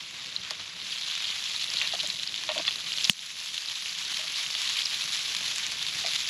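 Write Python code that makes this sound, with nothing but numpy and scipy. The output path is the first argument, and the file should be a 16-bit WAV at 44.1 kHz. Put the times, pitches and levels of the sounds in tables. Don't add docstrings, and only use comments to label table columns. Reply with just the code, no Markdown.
import sys
import numpy as np
from scipy import signal
from scipy.fft import rfft, irfft, next_fast_len
from scipy.io import wavfile
from scipy.ndimage import uniform_filter1d, map_coordinates

SR = 44100
rng = np.random.default_rng(int(sys.argv[2]) if len(sys.argv) > 2 else 0)


def transcribe(signal):
    frames = np.atleast_2d(signal).T
    limited = np.clip(frames, -1, 1)
    pcm = np.round(limited * 32767).astype(np.int16)
    wavfile.write(sys.argv[1], SR, pcm)


N = 277389


def amp(db):
    return 10 ** (np.asarray(db) / 20)


def unit(x):
    return x / np.sqrt(np.mean(x ** 2) + 1e-20)


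def curves(rows):
    s, *columns = np.transpose(rows)
    return [np.interp(np.arange(N) / SR, s, column) for column in columns]


def wobble(rate):
    knots = rng.standard_normal(int(N * rate / SR) + 4)
    return map_coordinates(knots, [np.arange(N) * rate / SR])


def coloured(x, points, tilt_db=0):
    m = next_fast_len(N + SR // 4)
    hz = np.fft.rfftfreq(m, 1 / SR) + 1
    f, db = np.transpose(points)
    gain_db = np.interp(np.log(hz), np.log(f), db) + tilt_db * np.log2(hz / 3500)
    cepstrum = irfft(np.log(amp(gain_db) + 1e-6), m)
    cepstrum[1:m // 2] *= 2
    cepstrum[m // 2 + 1:] = 0
    return irfft(rfft(x, m) * np.exp(rfft(cepstrum)), m)[:N]


def patchy(depth_db):
    spectrogram = signal.stft(rng.standard_normal(N), nperseg=256)[2]
    field = uniform_filter1d(rng.standard_normal(spectrogram.shape), 8, 0)
    field = uniform_filter1d(field, 6, 1)
    return signal.istft(spectrogram * amp(depth_db * unit(field)), nperseg=256)[1][:N]


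def scatter(s, shapes):
    at = np.round(s * SR).astype(int)[:, None] + np.arange(shapes.shape[1])
    return np.bincount(at.ravel(), shapes.ravel(), N + shapes.shape[1])[:N]


def bubbles(s, db, hz, cycles, size):
    turns = np.outer(hz, np.arange(size) / SR)
    life = turns / np.reshape(cycles, (-1, 1))
    swell = np.e * 4 * life * np.exp(-4 * life)
    return scatter(s, amp(db)[:, None] * swell * np.sin(2 * np.pi * turns * (1 + 0.065 * life)))


# t/s, hiss level/dB, brightness/(dB/octave), bubbling level/dB re the hiss
FRYING_COURSE = [(0.0, -40, -.8, -7), (0.72, -40, -2, -7), (0.92, -35, 0, -1), (1.17, -36, -.8, 0),
                 (1.33, -33, -.2, 0), (1.58, -35.5, .6, -2), (1.85, -33, -.6, -3), (2.15, -36.5, 1, -4),
                 (2.4, -37, -.2, -3), (2.6, -35, -.5, -4), (2.8, -36.5, .1, -4.5), (3.0, -32.5, 1, -5),
                 (3.4, -30.5, .9, -6), (3.9, -33.5, .3, -6), (4.65, -30.5, .4, -4.5),
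                 (5.05, -31.5, .5, -3.5), (5.4, -31.5, .3, -8), (5.75, -32.5, .2, -5), (6.29, -31, .8, -6)]
# f/Hz, spectral density level/dB per Hz
FAT_SPECTRUM = [(410, -44), (700, -22), (910, -17), (1110, -12.5), (1360, -13), (2430, -3.5), (3690, -2),
                (6480, -8.5), (7390, -13), (8880, -29), (10800, -16), (12000, -32), (13100, -34),
                (16000, -48)]


def sizzle():
    level_db, bright_db, bubbling_db = curves(FRYING_COURSE)
    flurry_db = 0.68 * wobble(12) + 0.83 * wobble(35) + 0.75 * wobble(110) + 0.65 * wobble(300)

    s, big, life = rng.random((3, 4000))
    t = np.arange(130) / SR
    size_db = -4.5 * np.log(big + 0.01)
    t60 = 0.0018 + 0.007 * life[:, None] ** 2
    puffs = amp(size_db[:, None] - 60 * t / t60) * rng.standard_normal((len(s), len(t)))
    crackle = unit(scatter(s * (N - 1) / SR, puffs))
    burst = patchy(1.7) + amp(-4.0) * crackle

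    share = np.clip(.5 + bright_db / 5, 0, 1)
    dull = unit(coloured(burst, FAT_SPECTRUM, -2.5))
    bright = unit(coloured(burst, FAT_SPECTRUM, 2.5))
    hiss = (1 - share) * dull + share * bright

    s, big, pitch, shape, life = rng.random((5, 8000))
    hz = 3500 * np.exp(.3 * (pitch + shape - 1))
    size_db = -4.5 * np.log(big + 0.034)
    boiling = amp(1.5 * wobble(45))
    ring = unit(boiling * bubbles(s * (N - 1) / SR, size_db, hz, 2.5 + 5.5 * life, size=200))
    return amp(level_db + flurry_db) * (hiss + amp(bubbling_db) * ring)


# t/s, level/dB
FLAME_COURSE = [(0.0, -60), (.6, -57.5), (1.0, -60), (2.5, -56.5), (3.3, -54), (3.7, -59), (4.8, -59),
                (5.2, -56), (6.29, -55.5)]
# f/Hz, spectral density level/dB per Hz
ROAR_SPECTRUM = [(18, -57), (40, -11), (70, -5.5), (120, -6), (170, -2.5), (257, -10), (453, -12),
                 (700, -11), (910, -33), (1540, -120)]


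def flames():
    level_db = curves(FLAME_COURSE)[0] + 0.56 * wobble(5.9)
    return amp(level_db) * unit(coloured(patchy(2.0), ROAR_SPECTRUM))


SMALL_DB, SMALL_SPREAD_DB, SMALL_HZ, SMALL_SPLASH_DB = 11.5, 2, 3800, -12


def small_spits(count, start, stop):
    s = rng.uniform(start, stop, count)
    size, pitch, wet = rng.standard_normal((count, 3)).T
    hiss_db = np.interp(s, *np.transpose(FRYING_COURSE)[:2])
    peak_db = hiss_db + SMALL_DB + SMALL_SPREAD_DB * size
    return np.c_[s, peak_db, SMALL_HZ * np.exp(.14 * pitch), SMALL_SPLASH_DB + 4 * wet]


RING_CYCLES, DRIER_PER_DB = 3.1, .03
STIRRED = (1.5, 3.05)
# t/s, ring peak level/dB, ring f/Hz, splash level/dB re the ring (at most 3 is used)
LOUD_SPITS = [(0.3632, -15, 3850, -40), (0.5079, -13, 4300, -3), (1.1122, -18, 3380, -4),
              (1.244, -17, 3300, -12), (1.4397, -18, 3850, -5), (1.563, -15.5, 3800, -16),
              (1.6426, -17, 3500, -13), (1.702, -17, 4540, -12), (1.77, -13, 3700, -17),
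              (1.7873, -15, 3900, -15), (1.815, -13.5, 2480, -9), (1.8745, -15, 3900, -5),
              (1.8925, -18, 3900, -12), (1.925, -17, 3400, -14), (1.9935, -19, 4000, -14),
              (2.0005, -19, 2900, -14), (2.0055, -16, 3960, -14), (2.0636, -18, 3770, -14),
              (2.074, -18, 6500, -6), (2.1017, -14, 3800, -8), (2.197, -16.5, 3490, -15),
              (2.2331, -16, 3600, -5), (2.2754, -15.5, 4500, -14), (2.3426, -15.5, 3160, -11),
              (2.378, -18, 3560, -12), (2.491, -13, 3500, -14), (2.518, -18, 3600, -12),
              (2.5791, -12, 2990, -4), (2.6515, -18, 2900, -12), (2.6694, -17, 4220, -11),
              (2.674, -18, 4600, -12), (2.6796, -14, 2910, -18), (2.709, -19, 2910, -14),
              (2.759, -17, 3750, -11), (2.9204, -16, 2950, -11), (2.9757, -16, 3790, -6),
              (2.9842, -14.5, 3120, -10), (3.0096, -14.5, 3100, -7), (3.0432, -11, 4100, -8),
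              (3.0445, -9.5, 5000, -10), (3.0497, -13, 3300, -14), (3.0512, -13, 4800, -14),
              (3.0526, -14, 3960, -20), (3.1922, -12.5, 3440, -12), (3.5792, -11.5, 3500, -5),
              (3.6864, -15, 3700, -14), (3.8936, -17, 4240, -12), (4.1695, -16, 4100, -10),
              (4.551, -16, 3300, -5), (4.676, -16, 3670, -3), (4.691, -15, 4000, -8),
              (4.8543, -17, 4700, -16), (4.857, -12, 4700, -14), (4.8582, -14, 4600, -12),
              (4.8685, -18, 3700, -20), (5.0102, -15.5, 3550, -8), (5.3659, -16, 3650, -1),
              (5.5599, -17, 6660, -5), (5.5837, -16.5, 6330, -3), (5.666, -15, 6060, -1),
              (5.8267, -17, 3590, -8), (5.8662, -17, 3700, -2), (6.0625, -18, 3700, 2),
              (6.084, -15, 3800, -10), (6.1612, -15, 3500, -5), (6.2047, -17, 3530, -3)]


def spits():
    throughout = small_spits(count=110, start=0, stop=N / SR)
    stirred = small_spits(count=45, start=STIRRED[0], stop=STIRRED[1])
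    s, db, hz, splash_db = np.vstack([LOUD_SPITS, throughout, stirred]).T
    noise, t = rng.standard_normal((len(s), 1400)), np.arange(1400) / SR
    sputter = amp(3.5 * np.repeat(rng.standard_normal((len(s), 35)), 40, axis=1))
    splash_level = amp(db + np.minimum(splash_db, 3))[:, None]
    splash = splash_level * amp(-60 * t / 0.03) * sputter * noise
    cycles = RING_CYCLES * np.exp(-DRIER_PER_DB * splash_db) * amp(0.61 * noise[:, 0])
    return bubbles(s, db, hz, cycles, size=500) + coloured(scatter(s, splash), FAT_SPECTRUM)


MUFFLED_T60_S = .04
DETUNE = .03
SPREAD_DB, CHATTER_DB = 2, 3.5
# t/s, peak level/dB before the bass cut, upper modes/(dB/octave),
# rub decay t60/s, delay until the pan is muffled/s
SPATULA_KNOCKS = [(.509, -33, 0, 0.04, .05), (1.816, -21, 12, 0.6, .04), (1.934, -24, -1, 0.08, .018),
                  (2.033, -35, -5, 0.12, .03), (2.4896, -18, 3, 0.15, .032), (2.557, -26.5, -5, .15, .018),
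                  (2.582, -29, -6, 0.03, .01), (2.594, -25.5, -3, 0.04, .012),
                  (2.678, -14.5, 12, 0.04, .012), (4.185, -39, -3, .3, .05), (4.239, -36, 4, .3, .05),
                  (4.553, -27, 11, 0.056, .03), (6.038, -28, 0, 0.3, .05)]
# f/Hz, level/dB, decay t60/s
PAN_MODES = [(302, -20, 0.06), (494, -14, 0.04), (614, 0, 0.08), (704, -2, 0.05), (880, -4, 0.03),
             (1140, -4, 0.03), (1420, -7, 0.025), (1880, -6, 0.03), (2280, -4, 0.03), (2550, -6, .025),
             (2800, -5, .03), (3200, -6, 0.02), (3560, -7, .025), (4200, -14, .015)]


def spatula():
    t, knocks = np.arange(SR // 4) / SR, []
    for s, db, upper_db, rub_t60, muffled_s in SPATULA_KNOCKS:
        ring = 0
        for k, (hz, level, t60) in enumerate(PAN_MODES):
            mode_db = level + upper_db * np.log2(hz / 600) + SPREAD_DB * rng.standard_normal()
            mode_hz = hz * (1 + DETUNE * rng.standard_normal() * (hz > 650))
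            ring = ring + (-1) ** k * amp(mode_db - 60 * t / t60) * np.sin(2 * np.pi * mode_hz * t)
        chatter = amp(CHATTER_DB * np.repeat(rng.standard_normal(len(t) // 60 + 1), 60)[:len(t)])
        rub = amp(-60 * t / rub_t60) * rng.standard_normal(len(t)) * chatter
        rub[0] = 14
        muffle = amp(-60 * np.maximum(t - muffled_s, 0) / MUFFLED_T60_S)
        knock = muffle * signal.fftconvolve(ring, rub)[:len(t)]
        knocks.append(amp(db) * knock / np.abs(knock).max())
    thin = signal.butter(2, 260, "high", fs=SR, output="sos")
    return signal.sosfilt(thin, scatter(np.array(SPATULA_KNOCKS)[:, 0], np.array(knocks)))


POP_S = 3.0968


def log_pop():
    t = np.arange(SR // 5) / SR
    bang_envelope = (1 - np.exp(-t / .0001)) * np.exp(-(t / .0012) ** 4)
    bang = amp(2.5) * np.sin(2 * np.pi * 2950 * t) * bang_envelope
    crack = amp(12.5) * (t / .001) * np.exp(-t / .00075) * rng.standard_normal(len(t))
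    thump = amp(-3.5 - 60 * t / .027) * np.sin(2 * np.pi * 195 * t - .9) * (1 - np.exp(-t / .002))

    late, size, pitch = rng.random((3, 70))
    spark_s = POP_S + .002 + .036 * late ** 2
    spark_db = -9 - 10 * size - 10 * late ** 2
    embers = bubbles(spark_s, spark_db, 4400 + 2800 * pitch, 3 + 0 * late, size=80)

    at = np.array([POP_S])
    return scatter(at, (bang + thump)[None]) + coloured(scatter(at, crack[None]), FAT_SPECTRUM, 4.5) + embers


# f/Hz, spectral density level/dB per Hz
SIDE_SPECTRUM = [(60, -30), (9500, -28), (10800, -3), (12200, -3), (13400, -11), (15800, -18)]


def side_hiss(fry):
    loudness = np.sqrt(np.abs(uniform_filter1d(fry ** 2, 2000)))
    return amp(-35) * loudness * unit(coloured(rng.standard_normal(N), SIDE_SPECTRUM))


def scene():
    fry = sizzle() + spits()
    mid = fry + flames() + spatula() + log_pop()
    side = side_hiss(fry)
    return np.array([mid + side, mid - side])


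TOP_HZ = 15800


def record(dry):
    over_db = np.maximum(20 * np.log10(np.abs(dry).max(0) + 1e-9) + 8, 1e-6)
    release = np.arange(N) / SR / .48
    cut_db = np.exp(np.maximum.accumulate(np.log(over_db) + release) - release)
    lagging_db = uniform_filter1d(np.pad(cut_db, (40, 0))[:N], 80)
    bass_cut = signal.butter(2, 75, "high", fs=SR, output="sos")
    x = signal.sosfilt(bass_cut, dry) * amp(-lagging_db)
    x = x / (1 + np.abs(x / 0.59) ** 6) ** (1 / 6)
    m = next_fast_len(N + SR // 4)
    return irfft(rfft(x, m) * (np.fft.rfftfreq(m, 1 / SR) < TOP_HZ), m)[:, :N]


dry = scene()
out = record(dry)
transcribe(out)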